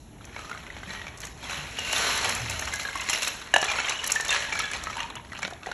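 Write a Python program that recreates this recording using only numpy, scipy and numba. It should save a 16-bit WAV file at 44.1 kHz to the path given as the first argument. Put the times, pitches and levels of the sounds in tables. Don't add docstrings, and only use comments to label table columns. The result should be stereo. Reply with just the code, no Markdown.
import sys
import numpy as np
from scipy import signal
from scipy.fft import rfft, irfft, next_fast_len
from scipy.io import wavfile
from scipy.ndimage import uniform_filter1d
from numba import njit

SR = 44100
rng = np.random.default_rng(int(sys.argv[2]) if len(sys.argv) > 2 else 0)


def volts_from_db(level):
    exponent = np.asarray(level, float) / 20
    return 10 ** exponent


def master_out(mix):
    frames = np.transpose(np.atleast_2d(mix))
    ceiling = np.clip(frames, -1, 1)
    pcm = np.round(ceiling * 32767).astype(np.int16)
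    wavfile.write(sys.argv[1], SR, pcm)


N = 252693

# [t/s, level/dB]
RUMBLE_SWELL = [(0, -49.5), (.45, -48.5), (1.5, -48), (2.03, -46), (2.46, -43), (2.8, -49.5), (4.15, -51.5),
                (4.5, -47.5), (5.73, -50.5)]
# [f/Hz, level/dB]
RUMBLE_COLOUR = [(12, -41), (22, -24), (32, -1.5), (55, 10), (189, 0.5), (225, 1), (476, -6), (524, -12),
                 (576, -5), (900, -7.5), (1170, -16), (1980, -120)]
# [f/Hz, level/dB]
HISS_COLOUR = [(300, 4.5), (2000, -5), (5000, -10.5), (11500, 1), (12500, -47)]
HISS_DB = -54.5
WAKE_S, WAKE_FROM = 0.29, 0.48
# [f/Hz, t60/s]
WALLS = [(200, 0.63), (1000, 1), (3000, 0.54), (6000, 0.47), (12000, 0.58)]
# [t/s, level/dB, f/Hz]
BOOMS = [
    (2.401, -36, 118),
    (2.565, -40.5, 74),
]
BOOM_RISE_S, BOOM_FADE_DB_PER_S, BOOM_SAG_PER_S = 0.016, 63, 1.57

# [t/s, peak level/dB, f/Hz, t60/s]
THUMPS = [
    (.87, -39, 192, 0.22),
    (1.579, -38, 151, .3),
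    (2.956, -38, 298, 0.055),
    (3.085, -35, 312, 0.068),
    (3.54, -25.5, 330, 0.041),
    (3.54, -19, 570, 0.033),
    (3.563, -33.5, 264, 0.06),
    (4.25, -42, 310, .08),
    (5.439, -39.5, 192, 0.22),
]
# [t/s, peak level/dB]
SPARKS = [(1.2037, -44), (1.2674, -55), (1.9594, -37), (2.1594, -36), (2.1755, -36), (2.5072, -38),
          (2.61, -37), (2.7886, -45), (3.0044, -52), (3.0974, -43), (3.2196, -35), (3.2784, -30),
          (3.6152, -44), (4.0634, -39), (4.0745, -24), (4.1036, -32), (4.1195, -35), (4.3051, -44),
          (4.59, -50), (4.6034, -50)]
# [t/s, peak level/dB, f/Hz]
TAPS = [(0.209, -35, 1340), (0.243, -27.5, 2520), (0.346, -31, 1900), (0.495, -28, 1310),
        (0.529, -23, 2080), (0.547, -28, 1390), (0.575, -23, 2260), (0.632, -30, 1240), (0.666, -24, 2030),
        (0.893, -24, 2120), (0.949, -23, 2230), (0.995, -25, 1890), (1.016, -23.5, 1910),
        (1.081, -22, 2250), (1.205, -35, 2480), (1.232, -31, 2350), (1.249, -28, 1190), (1.27, -27, 2540),
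        (1.368, -40, 830), (1.427, -33, 3250), (1.848, -17, 4260), (1.999, -18, 1890), (2.044, -13, 2320),
        (2.062, -16, 1190), (2.09, -17.5, 1000), (2.244, -17, 2070), (2.29, -23, 1300), (2.35, -22, 1830),
        (2.459, -21, 2100), (2.594, -10, 6300), (2.795, -28, 1600), (3.088, -13, 2100), (3.148, -14, 2000),
        (3.231, -10.5, 2720), (3.415, -21, 3720), (3.473, -26, 2820), (3.699, -11, 2360),
        (3.869, -20, 3020), (3.884, -8, 2700), (3.919, -19, 2870), (4.103, -15, 6240), (4.246, -22, 2150),
        (4.345, -12, 1650), (4.361, -15, 1680), (4.59, -11, 2220), (4.734, -26, 1620), (5.1, -35, 2450),
        (5.167, -33, 960), (5.247, -36, 1920), (5.297, -39, 1900), (5.349, -30, 2300), (5.367, -23, 2750),
        (5.534, -21.5, 3650), (5.616, -38, 860), (5.689, -24, 710)]
# [t/s, peak level/dB]
TICKS = [(.252, -34), (.496, -36), (1.174, -33.5), (1.183, -39), (1.204, -32.5), (1.216, -34), (1.252, -28),
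         (1.268, -30), (1.79, -22.5), (1.928, -14.5), (1.981, -19.5), (2.175, -19), (2.246, -18.5),
         (2.294, -16.5), (2.35, -19), (2.497, -20), (2.508, -23), (2.594, -21.5), (2.653, -26),
         (2.737, -20.5), (2.758, -23.5), (2.956, -27), (2.974, -31), (3.01, -24), (3.038, -30),
         (3.097, -14), (3.132, -19), (3.222, -24), (3.2313, -19), (3.277, -15.5)]
# [t/s, peak level/dB]
TICKS_AFTER = [(3.54, -15), (3.562, -18.5), (3.5809, -24), (3.615, -20.5), (3.643, -18.5), (3.895, -17.5),
               (4.042, -19.5), (4.064, -21), (4.075, -18.5), (4.119, -6), (4.153, -21), (4.2078, -18.5),
               (4.249, -22), (4.281, -20.5), (4.306, -18.5), (4.5907, -18.5), (4.715, -26.5), (4.734, -31),
               (4.837, -25), (5.099, -38), (5.1544, -31.5), (5.329, -41), (5.389, -35), (5.428, -30),
               (5.447, -43), (5.472, -41), (5.504, -35.5), (5.663, -36), (5.716, -36)]
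SNAP_S, SNAP_LOW_HZ = .0055, 5420
SNAP_TOP_HZ, SNAP_TOP_AFTER_HZ = 14700, 12100
SNAP_ASIDE_DB = 10.5

# [from t/s, to t/s, f/Hz, level/dB]
ROCKING = [(0.363, .58, 1245, -46.5), (0.878, 1.047, 1910, -45), (1.78, 1.998, 2750, -36),
           (2.73, 2.92, 1660, -46), (2.722, 3.141, 2070, -38), (3.078, 3.299, 2720, -37.5),
           (3.581, 3.747, 1770, -52), (3.85, 4.1, 2926, -35.5), (4.32, 4.756, 1680, -36.5),
           (4.52, 4.747, 2295, -39.5), (4.58, 4.952, 1273, -47), (4.954, 5.067, 932, -41.5),
           (5.15, 5.191, 933, -50), (4.3, 4.32, 2660, -35.5)]
# [t/s, peak level/dB, ring
# f/Hz, ring share level/dB]
KNOCKS = [(0.363, -20.5, 2240, -11), (.391, -29, 1290, 0), (.446, -28, 1250, -8), (.514, -20, 1400, -3.5),
          (.702, -35, 1970, 7), (.766, -22.5, 2150, -12), (.832, -23, 1580, -8), (.905, -22, 4030, -9),
          (.93, -37, 1770, 1), (1.068, -20, 2330, -9.5), (1.441, -25.5, 3370, -5), (1.495, -21.5, 1370, -9),
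          (1.768, -27.5, 2280, -2), (1.787, -14, 2870, -4.5), (1.875, -24, 2200, -2),
          (1.932, -7.5, 2845, -9.5), (1.963, -8, 3600, -9), (2.498, -23, 2600, -5), (2.623, -16, 1780, -8),
          (2.673, -14, 2870, -11), (2.737, -25.5, 1660, 3.5), (2.851, -25.5, 1655, 4.5),
          (2.887, -27, 1600, 5.5), (2.955, -20, 1095, 0.5), (3.017, -15.5, 2780, -10.5),
          (3.098, -10, 2050, -9.5), (3.131, -12, 2770, -2), (3.222, -10, 2830, -23),
          (3.274, -11.5, 2580, -13),
          (3.628, -4.5, 1715, -19), (3.683, -26, 2400, 4), (3.786, -18.5, 2630, -4),
                (3.8, -13, 2200, -11), (3.846, -21, 3160, -3), (3.896, -9, 3910, -21),
                (4.039, -29, 1775, -0.5), (4.098, -31.5, 2150, 1), (4.159, -21, 1772, 5.5),
                (4.199, -12, 1800, -10), (4.292, -6.5, 3620, -12), (4.325, -17, 1687, -3.5),
                (4.525, -16, 2320, -5), (4.554, -16, 2310, -15), (4.6, -30.5, 1293, 2),
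                (4.639, -22.5, 3430, -5), (4.714, -16, 2180, -24), (4.756, -25, 2525, -8),
                (4.838, -21, 2280, -24), (4.87, -15.5, 1295, -10.5), (4.968, -30, 930, -2),
                (5.003, -17, 2804, -13), (5.154, -27, 2940, -9), (4.307, -11, 2710, -11.5),
                (4.42, -35, 2330, -6), (4.899, -21.5, 1277, -8.5), (5.03, -25, 2490, -9),
                (5.071, -46, 1880, -14),
          (5.197, -42, 1020, 4), (5.32, -22.5, 1950, -6), (5.332, -21, 1130, -32),
               (5.39, -18.5, 1230, -29), (5.421, -27, 900, -16), (5.43, -9, 2267, -12.5),
               (5.45, -14, 1450, -12.5), (5.477, -18.5, 1080, -25), (5.509, -20, 1740, -12.5),
               (5.525, -28.5, 706, 0.5), (5.632, -22, 2620, -14), (5.66, -20.5, 1940, -6.5),
               (5.669, -22.5, 760, 0), (5.715, -11.5, 1450, -13)]
ALL_KNOCKS = KNOCKS
RING_T60_S, RING_AFTER_T60_S = 0.034, 0.089
LOOSE_FROM_S, LOOSE_TO_S = 3.6, 5.18
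CRACK_DB, CRACK_S = -7, 0.0009

# [f/Hz, level/dB, t60/s]
STICK = [(750, -4.5, 0.021), (1722, 0.5, 0.037), (2870, -2.5, 0.033), (3890, -17.5, 0.078)]
# [t/s, level/dB, ring length share/0-1]
DROPS = [
    (3.5392, -5.5, 0.88),
    (3.5618, 0, 0.23),
]

# [t/s, rustle level/dB, brightness/dB, crowding/0-1 from single chips to a sliding mass]
HAND = [(0, -65, 8, 0.84), (.1, -57, -20, 0.71), (.39, -41.5, -7.5, 0.6), (.71, -44.5, -13, 0.57),
        (.92, -37, -10, .58), (1.17, -46, -15, 0.7), (1.35, -53, 5, 0.4), (1.75, -43.5, -2, 0.96),
        (1.95, -27.5, -5, .95), (2.27, -25.5, -6.5, .65), (2.46, -36, -6, .55), (3.25, -34, -8.5, .52),
        (3.5, -43, -8, 0.6), (3.69, -24, -9, .52), (4.04, -34, -8.5, .58), (4.82, -37, -9, 0.6),
        (5.12, -55.5, -8, 0.5), (5.73, -50.5, -14, 0.3)]
# [peak t/s, level/dB, swell/s, settle/s, brightness/dB]
SLIDES = [(.524, -46, 0.071, 0.13, -14), (1.246, -39.5, 0.059, 0.14, -8), (1.189, -59, 0.012, 0.12, 0),
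          (1.506, -28.5, 0.15, 0.35, -9.5), (1.802, -34.5, 0.12, 0.25, -11), (2.524, -33, 0.17, 0.44, -7.5),
          (2.829, -38, 0.26, 0.094, 9), (3.127, -28.5, 0.12, .15, 1), (3.253, -34.5, 0.24, 0.22, 8),
          (3.562, -15, 0.027, 0.028, -24), (4.099, -30, 0.12, 0.27, -6), (4.329, -24.5, 0.12, 0.27, -6.5),
          (4.621, -32, 0.33, 0.086, -3), (4.744, -32.5, 0.088, 0.14, -6.5),
          (4.989, -32.5, 0.38, 0.18, -10.5), (5.183, -39.5, 0.23, 0.033, -33),
          (5.343, -42, 0.068, 0.13, -13), (5.458, -37.5, 0.25, 0.071, -6), (5.665, -39.5, 0.052, 0.25, -11)]
SLIDE_SPAN_DB = 22
CROWD_LEAST, CROWD_PER_S = .28, 1.3
# [f/Hz, level/dB]
CHIPS = [(200, -6.5), (500, -9.5), (900, -1.5), (1800, 2.5), (3000, 4), (4000, -1.5), (5500, -21)]
# [f/Hz, level/dB]
SPLINTERS = [(2500, 20.5), (4500, -1.5), (6000, -3.5), (8000, -1), (11800, -0.5), (12800, -38)]
# [f/Hz, level/dB]
FARTHER = [(9000, 0), (11000, -3.5), (12000, -10), (13000, -14)]
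SLIP_DB, GRIT_DB = 1.5, 2.5
SHAKE_DB, SHAKE_S = 5.5, .012

# [f/Hz, level/dB]
MICROPHONE = [(10000, 0.5), (11000, -3.5), (11700, -12), (12300, -11.5), (13500, -20), (16000, -28)]
# [f/Hz, phase/rad]
LEAD = [(30, 0), (1800, .05), (2200, .35), (2600, .9), (3600, .8), (4300, 1.4), (4900, 3.2), (5300, 5.2),
        (5800, 6.27), (6150, 6.3), (8500, 9.36), (9550, 9.48), (10800, 10.9), (11900, 12.56)]
# [f/Hz, likeness/0-1]
ALIKE = [(100, 1), (300, .97), (800, .7), (1200, .75), (1750, 1), (2400, .75), (3100, .35), (3700, .75),
         (5950, 1), (7300, .84), (8600, .99), (9500, .99), (11000, .72), (12100, .965)]


def evened(x):
    return x / np.sqrt(np.mean(x ** 2) + 1e-20)


def read(points, hz):
    f, value = np.transpose(points)
    return np.interp(np.log(hz + 1), np.log(f + 1), value)


def along(rows):
    s, *columns = np.transpose(rows)
    return [np.interp(np.arange(N) / SR, s, c) for c in columns]


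def coloured(x, points):
    size = next_fast_len(N)
    gain = volts_from_db(read(points, np.fft.rfftfreq(size, 1 / SR)))
    return irfft(rfft(x, size) * gain, size)[:, :N]


@njit
def add(mix, starts, hz, t60, gains, rate):
    for k in range(len(starts)):
        step = np.exp(2j * np.pi * hz[k] / rate - np.log(1000) / (t60[k] * rate))
        swing, soft, rise = 1 + 0j, 1.0, np.exp(-2 * hz[k] / rate)
        for n in range(starts[k], min(starts[k] + int(t60[k] * rate), mix.shape[1])):
            mix[0, n] += gains[k, 0] * swing.imag * (1 - soft)
            mix[1, n] += gains[k, 1] * swing.imag * (1 - soft)
            swing *= step
            soft *= rise


def rings(s, hz, t60, db):
    out = np.zeros((2, N))
    gains = volts_from_db(db)[:, None] * rng.choice([-1., 1.], (len(s), 2))
    starts = np.round(s * SR).astype(np.int64)
    add(out, starts, np.clip(hz, 50, 16000), np.clip(t60, .0005, .3), gains, float(SR))
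    return out


def clatter(s, db, length, lo_hz, hi_hz, cycles, count):
    late, tune, size = rng.random((len(s), count, 3)).T
    at = s + np.clip(length, .001, .04) * late ** 1.6
    hz = lo_hz * (hi_hz / lo_hz) ** tune
    slip_db = db - 1.04 * late - 10.6 * size
    return rings(*(np.ravel(c) for c in (at, hz, cycles / hz, slip_db)))


def floor():
    rumble, hiss = (evened(coloured(rng.standard_normal((2, N)), c)) for c in (RUMBLE_COLOUR, HISS_COLOUR))
    tone = volts_from_db(along(RUMBLE_SWELL)[0] + 1.0) * rumble + volts_from_db(HISS_DB) * hiss
    asleep = (1 - WAKE_FROM) * np.clip(1 - np.arange(N) / SR / WAKE_S, 0, 1)
    return tone - asleep * coloured(tone, [(250, -40), (400, 0), (3000, 0), (5000, -40)])


def room(x):
    echoes = np.zeros((2, SR // 2))
    at = np.arange(200, SR // 2 - 20, 20) + rng.integers(0, 20, (2, (SR // 2 - 201) // 20))
    np.put_along_axis(echoes, at, rng.choice([-1., 1.], at.shape), 1)
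    hz, t, z = signal.stft(echoes, SR, nperseg=256)
    t60 = np.clip(read(WALLS, hz), .05, .6)[:, None]
    tail = signal.istft(z * volts_from_db(-60 * t / t60), SR, nperseg=256)[1]
    return signal.fftconvolve(x[None], tail / np.linalg.norm(tail[0]), axes=1)[:, :N]


def thud():
    s, db, hz = np.transpose(BOOMS)[:, :, None]
    late = np.maximum(np.arange(N) / SR - s, 0)
    wobble = evened(uniform_filter1d(rng.standard_normal(N), 900))
    sag = np.exp(-BOOM_SAG_PER_S * late * (hz / hz[0]) ** 4.3)
    pitch = hz * sag * (1 + 0.065 * wobble)
    shape = np.minimum(late / BOOM_RISE_S, 1) * volts_from_db(db - BOOM_FADE_DB_PER_S * late)
    return np.sqrt(2) * (shape * np.sin(2 * np.pi * np.cumsum(pitch, axis=1) / SR)).sum(0)


def thumps():
    s, db, hz, t60 = np.transpose(THUMPS)
    return rings(s, hz, t60, db) * [[1], [0]]


def sparks():
    s, db = np.transpose(SPARKS)
    return clatter(s, db + 20.0, 0.0067, 10200, 15800, 15.0, count=24) * volts_from_db(np.array([[0], [6.0]]))


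def ticks():
    s, db = np.transpose(TICKS + TICKS_AFTER)
    top_hz = np.repeat([SNAP_TOP_HZ, SNAP_TOP_AFTER_HZ], [len(TICKS), len(TICKS_AFTER)])
    snaps = clatter(s, db + 5.0, SNAP_S, SNAP_LOW_HZ, top_hz, 12.5, count=30)
    return snaps * volts_from_db(np.array([[0], [SNAP_ASIDE_DB]]))


def taps():
    s, db, hz = np.transpose(TAPS)
    ring = rings(s, hz, 45 / hz, db - 9.0)
    clump = clatter(s, db - 6.0, .004, 0.65 * hz, 3.1 * hz, 8.3, count=16)
    edge = clatter(s, db - 16.0, 0.00053, 900, 9000, 2.2, count=8)
    return ring + clump + edge


def rocking():
    start, stop, hz, db = np.transpose(ROCKING)
    when, size, tune = rng.random((len(ROCKING), 40, 3)).T
    at = start + (stop - start) * when
    tuned_hz = hz * (1 + 0.026 * (tune - .5))
    t60 = 0.053 + 0 * when
    return rings(*(np.ravel(c) for c in (at, tuned_hz, t60, db + 5.4 * size ** 2)))


def cracks():
    s, db, *_ = np.transpose(ALL_KNOCKS)
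    return clatter(s, db + CRACK_DB, CRACK_S, 630, 7400, 3.8, count=16)


def knocks():
    s, db, hz, ring_db = np.transpose(ALL_KNOCKS)
    loose = (s > LOOSE_FROM_S) & (s < LOOSE_TO_S)
    t60 = np.where(loose, RING_AFTER_T60_S, RING_T60_S)
    return rings(s, hz, t60, db + ring_db) + clatter(s, db - 4.5, .005, 0.46 * hz, 3.2 * hz, 4.64, count=30)


def stick():
    s, db, share = np.transpose(DROPS)
    hz, mode_db, t60 = np.transpose(STICK)
    ring_t60 = np.outer(share, t60).ravel()
    ring_db = np.add.outer(db, mode_db).ravel()
    body = rings(np.repeat(s, len(hz)), np.tile(hz, len(s)), ring_t60, ring_db)
    return body + clatter(s, db - 9.0, 0.0048, 650, 2850, 7.3, count=40)


def shaken():
    s = np.array([row[0] for row in ALL_KNOCKS + TAPS])
    late = np.arange(0, N, 50)[:, None] / SR - s
    return np.repeat(np.where(late > 0, np.exp(-abs(late) / SHAKE_S), 0).max(1), 50)[:N]


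def stirring():
    level_db, bright_db, crowd = along(HAND)
    peak, db, swell, settle, slide_bright_db = np.transpose(SLIDES)[:, :, None]
    late = np.arange(0, N, 50) / SR - peak
    slides = volts_from_db(db - SLIDE_SPAN_DB * np.maximum(-late / swell, late / settle)) ** 2
    sums = (slides * c for c in (1, slide_bright_db, CROWD_LEAST + CROWD_PER_S * settle))
    power, bright, crowded = (np.repeat(s.sum(0), 50)[:N] for s in sums)
    hand = volts_from_db(level_db) ** 2
    total = hand + power
    return 10 * np.log10(total), (hand * bright_db + bright) / total, (hand * crowd + crowded) / total


def grains(crowd, lo_hz, hi_hz, cycles, spread_db, count):
    when, keep, size, *tune = rng.random((count, 7)).T
    at = (when * N).astype(int)
    hard_db = spread_db * (1.3 - crowd[at]) * np.minimum(-np.log(size), 5)
    share = 12. ** (crowd[at] - 1)
    db = np.where(keep < share, hard_db + 16.9 * crowd[at], -200) - 10 * np.log10(share)
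    hz = lo_hz * (hi_hz / lo_hz) ** np.concatenate(tune[:2])
    t60 = cycles * 18.3 ** np.concatenate(tune[2:]) / hz
    return rings(np.tile(at / SR, 2), hz, t60, np.tile(db, 2) - 10 * np.log10(t60))


def rustle():
    level_db, bright_db, crowding = stirring()
    crowd = np.clip(crowding, 0, 1)
    chance = rng.standard_normal(N)
    slow, quick = (evened(uniform_filter1d(uniform_filter1d(chance, size=n), size=n // 2)) for n in (600, 160))
    grit_db = GRIT_DB * np.minimum(quick, 1.5) + 2 * SHAKE_DB * (shaken() - .3)
    slips_db = (1 - crowd) * SLIP_DB * slow + (1.2 - crowd) * grit_db
    big = evened(coloured(grains(crowd, 414.7, 5048, 8.9, 2.47, count=16000), CHIPS))
    fine = evened(coloured(grains(crowd, 3917, 13150, 19.0, 2.26, count=24000), SPLINTERS))
    fine = np.where(np.arange(N) < LOOSE_FROM_S * SR, fine, coloured(fine, FARTHER))
    heap = volts_from_db(level_db + slips_db) * (big + volts_from_db(bright_db + 7.0) * fine)
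    return heap * (1.2 - crowd), heap[0] * crowd


def scene():
    background = floor() + thud()
    contacts = thumps() + sparks() + taps() + cracks()
    hits = ticks() + rocking() + knocks() + stick()
    near, far = rustle()
    echoes = room(volts_from_db(-9.0) * hits[0] + volts_from_db(-6.0) * far)
    return background + echoes + contacts + hits + near


def masked(ports, twin_db=15, frame_db=24.5, waver_db=5.5):
    z = signal.stft([ports[0] + ports[1], ports[0] - ports[1]], nperseg=1024)[2]
    power = abs(z[:, :512]) ** 2
    bands = power.reshape(2, 32, 16, -1).mean(2)
    loud = np.median(bands[:, 2:14].sum(0), axis=0)
    waver = evened(uniform_filter1d(rng.standard_normal(bands.shape[1:]), size=8))
    loud = loud * volts_from_db(2 * waver_db * waver)
    heard = (bands > bands[::-1] / volts_from_db(2 * twin_db)) & (bands > loud / volts_from_db(2 * frame_db))
    heard[:, :7] = True
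    z[:, :512] *= np.repeat(heard, 16, axis=1)
    mid, side = signal.istft(z, nperseg=1024)[1][:, :N]
    return np.array([mid + side, mid - side]) / 2


def band_limit(x):
    return signal.sosfilt(signal.butter(12, 15710, fs=SR, output="sos"), x)


def record(dry):
    size = next_fast_len(N)
    hz = np.fft.rfftfreq(size, 1 / SR)
    alike = np.clip(read(ALIKE, hz), 0, 1)
    turn = np.exp(.5j * read(LEAD, hz))
    split = np.sqrt([(1 + alike) / 2, (1 - alike) / 2])
    front, aside = rfft(dry, size) * volts_from_db(read(MICROPHONE, hz)) * split
    ports = irfft([(front + aside) * turn, (front - aside) / turn], size)[:, :N]
    soft = .9 * np.tanh(ports / .9)
    return band_limit(masked(soft))


dry = scene()
out = record(dry)
master_out(out)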